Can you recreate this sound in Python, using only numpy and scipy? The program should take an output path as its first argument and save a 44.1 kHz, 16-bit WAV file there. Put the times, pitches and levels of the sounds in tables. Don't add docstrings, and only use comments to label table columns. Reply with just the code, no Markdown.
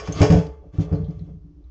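import sys
import numpy as np
from scipy import signal
from scipy.fft import rfft, irfft
from scipy.io import wavfile

SR = 44100
rng = np.random.default_rng(int(sys.argv[2]) if len(sys.argv) > 2 else 0)


def store_wav(level_fs):
    pcm = np.round(np.clip(np.atleast_2d(level_fs), -1, 1) * 32767)
    wavfile.write(sys.argv[1], SR, pcm.T.astype(np.int16))


N = 74970
CRACK_S = .003
TREBLE_HZ = 2040


def knocks():
    # t/s, floor thud/dB, wall boom/dB, board/dB, panel ring/dB
    blows = [(0.0014, -38.5, -49, -66, -31.5), (0.0846, -18, -18, -21, -30.5),
             (0.1588, -22.5, -23, -26, -56.5), (0.1885, -27.5, -41, -17.5, -49),
             (0.206, -3.5, -8, -3.5, -11.5), (0.2177, -5.5, -32, -27, -14.5),
             (0.243, -8.5, -45, -27.5, -24), (0.3, -4, -2.5, -8, -17.5),
             (0.3244, -18.5, -4.5, -12.5, -14.5), (0.3357, -13, -38, -53.5, -22.5),
             (0.352, -5.5, -22, -20.5, -23), (0.3659, -15, -12.5, -48.5, -20.5),
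             (0.3823, -17.5, -7.5, -54, -37), (0.4632, -35.5, -37, -32, -38),
             (0.6217, -50, -49, -52.5, -43), (0.6511, -42, -41, -40, -58), (0.737, -30.5, -32, -32, -43.5),
             (0.7841, -9.5, -55, -15, -34.5), (0.792, -53.5, -11.5, -45.5, -34.5),
             (0.8229, -39, -66, -67.5, -37.5), (0.875, -36, -34, -61.5, -37.5),
             (0.9152, -14.5, -18.5, -19.5, -29), (0.9281, -12.5, -13, -18, -26.5),
             (0.949, -48.5, -30, -30, -33), (1.0004, -18.5, -19.5, -46, -48.5),
             (1.0334, -21.5, -23, -48.5, -43), (1.0817, -29.5, -18, -29, -39.5),
             (1.172, -26.5, -47.5, -44, -50.5), (1.2086, -30, -25, -37.5, -59),
             (1.221, -30.5, -34, -36.5, -57), (1.269, -46, -42.5, -35.5, -46.5),
             (1.302, -37, -29.5, -42, -56.5), (1.3373, -36, -31.5, -53, -61),
             (1.3691, -37.5, -39, -70, -71.5), (1.4428, -41, -36, -42, -66.5),
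             (1.491, -74.5, -53, -43.5, -72.5), (1.5632, -58.5, -51, -42.5, -67),
             (1.5868, -58, -53, -44.5, -61)]
    # f/Hz, level/dB, t60/s
    floor = [(69, -22.5, 0.97), (77.4, -18, .23), (99.54, 4, 0.11), (126.5, -4, 0.092)]
    wall = [(152.6, 0, 0.18), (164.78, -1, .2)]
    boards = [(235, -6.5, 0.035), (288.8, -4, 0.2), (337, -14, 0.076), (338.1, -18.5, .22)]
    panels = [(420.74, -6, .56), (445.5, -5, 0.47), (506.5, -13.5, 0.26), (547, -5.5, .2), (589, -13, 0.54),
              (627, -14.5, .1), (650.7, -13.5, 0.25), (688, -15, .28), (736.1, -12, .25), (784, -17.5, .11),
              (844, -24, 0.29), (870, -28, 0.56), (978, -29.5, 0.39)]
    parts = [ring(floor, rise_s=.0044), ring(wall, rise_s=.009),
             ring(boards, rise_s=.0039), ring(panels, rise_s=.0029)]
    out = np.zeros(N)
    for s, *levels_db in blows:
        add(out, s, sum(undb(db) * part for db, part in zip(levels_db, parts)))
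    return out


def clacks():
    # t/s, level/dB, relative treble/dB, relative trap ring/dB
    hits = [(0.0, -42.5, 4, 5.5), (0.074, -36.5, -5, -5), (0.208, -35, 2.5, -20), (0.2162, -23, 2.5, 1),
            (0.2215, -30, -3, 2), (0.228, -28.5, -5, -4.5), (0.3027, -29, -0.5, -4.5),
            (0.323, -37.5, 5.5, 1), (0.335, -37.5, -13.5, 1.5), (0.352, -45.5, 3, -3.5),
            (0.367, -47, -9, -10.5), (0.389, -44, 0.5, -9), (0.410, -58.5, -0.5, -10.5),
            (0.737, -65, -6, -9), (0.785, -58.5, -11.5, -9), (0.794, -46, -10.5, -14),
            (0.811, -52.5, -9.5, -10.5), (0.912, -53, -15.5, -13), (0.9263, -47.5, -15.5, -4.5),
            (0.984, -59.5, -11.5, -8), (1.279, -69, -15.5, -19)]
    # f/Hz, level/dB
    spectrum = [(300, -2.5), (550, 10), (800, 6.5), (1000, -1), (1300, -3), (1900, -5), (2400, -5.5),
                (2900, -6.5), (3600, -12.5), (4400, -12), (5100, -5), (5800, -10), (6550, -9),
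                (7200, -15.5), (8000, -24.5), (9000, -39.5)]
    # f/Hz, level/dB, t60/s
    trap_modes = [(1101, -5, 0.39), (1178, -11, 0.18), (1306, -12, 0.15), (1501, -9.5, 0.32),
                  (1723, -9.5, 0.17), (1813, -10, 0.25), (2370, -5.5, 0.12), (2910, -12.5, .17),
                  (3300, -21.5, .35), (4800, -11.5, .2), (5230, -10.5, 0.13), (5390, -17, .28),
                  (6580, -15, .2)]
    out, t = np.zeros(N), np.arange(N) / SR
    crack = undb(1) * np.exp(-t / CRACK_S)
    body_fade, treble_fade = fade(t60=.4) + crack, fade(t60=.3) + crack
    modes = np.array([undb(db) * fade(t60) * np.exp(2j * np.pi * hz * t) for hz, db, t60 in trap_modes])
    for s, db, treble_db, ring_db in hits:
        body, treble = split_bands(colour(rng.standard_normal(N), spectrum))
        burst = body * body_fade + undb(treble_db) * treble * treble_fade
        phases = np.exp(2j * np.pi * rng.random(len(trap_modes)))
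        trap_ring = undb(ring_db) * (phases @ modes).imag
        add(out, s, undb(db) * (burst + trap_ring))
    return out


def scrape():
    # t/s, level/dB, relative treble/dB
    slide = [(0, -49, -13), (0.061, -41.5, 1.5), (0.11, -48, 1.5), (0.15, -41, 1), (0.2, -29, -1.5),
             (0.25, -39.5, 0.5), (0.29, -46, -5), (0.36, -42.5, 2), (0.42, -53, 5), (0.5, -53.5, -10.5),
             (0.599, -65, -13.5), (0.715, -71.5, -6.5), (0.745, -54.5, -3), (0.785, -50.5, -3.5),
             (0.819, -50, 8), (0.881, -55.5, -5.5), (0.959, -48, -12.5), (1.039, -62, -5.5),
             (1.13, -60.5, -4.5), (1.231, -70, 1), (1.299, -66.5, -4.5), (1.401, -84.5, -4), (1.6, -88, -4),
             (1.66, -70.5, -10), (1.7, -76, -8.5)]
    # f/Hz, level/dB
    spectrum = [(100, -0.5), (290, 8.5), (430, 9), (560, 6), (750, 3.5), (1000, -2), (1200, 2.5),
                (1600, -7), (2500, -6), (3600, -6.5), (4300, -9.5), (5000, -10.5), (5800, -11),
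                (6550, -7.5), (7200, -20.5), (8000, -28), (9000, -52.5)]
    # f/Hz, level/dB, t60/s
    spring_modes = [(1100, -6.5, .2), (1745, -8, .3), (2092, -4, 0.44), (2597, -6, 0.29), (3406, -6.5, .25),
                    (4640, -7.5, .12), (4910, -10.5, 0.12)]
    grains_per_s, spread_db, spring_db = 3000, 4, -13.5
    size, sign, tail = rng.standard_normal((3, N))
    catches = rng.random(N) < grains_per_s / SR
    grains = catches * undb(spread_db * size) * np.sign(sign)
    grit = colour(signal.fftconvolve(grains, tail * fade(t60=.078))[:N], spectrum)
    spring = unit(signal.fftconvolve(grains, ring(spring_modes, rise_s=CRACK_S))[:N])
    body, treble = split_bands(grit + undb(spring_db) * spring)
    s, db, treble_db = np.array(slide).T
    t = np.arange(N) / SR
    treble *= undb(np.interp(t, s, treble_db))
    return (body + treble) * undb(np.interp(t, s, db))


def ticks():
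    # t/s, ring level/dB, f/Hz, click level/dB
    taps = [(0.124, -37, 6425, -39.5), (0.127, -48, 3070, -59.5), (0.154, -48, 4800, -58),
            (0.172, -43.5, 4670, -55.5), (0.4675, -62, 4700, -47.5), (0.927, -60, 4780, -61),
            (0.948, -55, 4290, -67), (0.952, -69.5, 6150, -68), (1.0433, -64, 4130, -70),
            (1.044, -63, 3420, -81), (1.1066, -71, 4960, -62), (1.1932, -65.5, 4020, -66),
            (1.196, -72, 2070, -84), (1.641, -78, 3830, -78.5)]
    half_width_hz = 225
    out = np.zeros(N)
    click_fade = np.exp(-np.arange(N) / SR / CRACK_S)
    ring_fade = fade(t60=.049) + undb(-9) * fade(t60=.35)
    for s, ring_db, hz, click_db in taps:
        noise = rng.standard_normal(N)
        band = filt(noise, [hz - half_width_hz, hz + half_width_hz], "band")
        tone = unit(band[::-1])
        click = unit(filt(noise, [2000, 6000], "band", order=4))
        add(out, s, undb(ring_db) * tone * ring_fade + undb(click_db) * click * click_fade)
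    return out


def house_rumble():
    # f/Hz, level/dB
    spectrum = [(12, -21.5), (25, -4), (40, -8), (58, 12), (72, -3.5), (110, -19), (165, -10.5), (220, -36),
                (295, -12.5), (470, -39), (1000, -43.5), (2000, -55), (6000, -55.5), (9000, -77.5)]
    return undb(-43) * colour(rng.standard_normal(N), spectrum)


def ring(modes, rise_s):
    t = np.arange(N) / SR
    x = sum(undb(db) * np.sin(2 * np.pi * hz * t) * fade(t60) for hz, db, t60 in modes)
    return x * (1 - np.exp(-t / rise_s))


def undb(db):
    return 10 ** (np.asarray(db) / 20)


def unit(x):
    return x / np.sqrt(np.mean(x ** 2))


def fade(t60):
    return np.exp(-np.log(1000) * np.arange(N) / SR / t60)


def add(out, s, x):
    i = max(int(s * SR), 0)
    out[i:] += x[:N - i]


def colour(x, points):
    hz, db = np.array(points).T
    f = np.maximum(np.fft.rfftfreq(N, 1 / SR), 1)
    gain = undb(np.interp(np.log(f), np.log(hz), db))
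    return unit(irfft(rfft(x) * gain, N))


def filt(x, hz, kind, order=2):
    return signal.sosfilt(signal.butter(order, hz, kind, fs=SR, output="sos"), x)


def split_bands(x):
    return filt(x, TREBLE_HZ, "low", order=3), filt(x, TREBLE_HZ, "high", order=3)


def scene():
    return (knocks() + clacks() + ticks() + scrape() + house_rumble())[None]


def record(dry):
    ceiling, low_cut_hz, top_hz = .66, 14, 8650
    flattened = dry / (1 + (dry / ceiling) ** 4) ** (1 / 4)
    steep_low_pass = signal.ellip(12, .2, 80, top_hz, fs=SR, output="sos")
    return signal.sosfilt(steep_low_pass, filt(flattened, low_cut_hz, "high", order=1))


dry = scene()
out = record(dry)
store_wav(out)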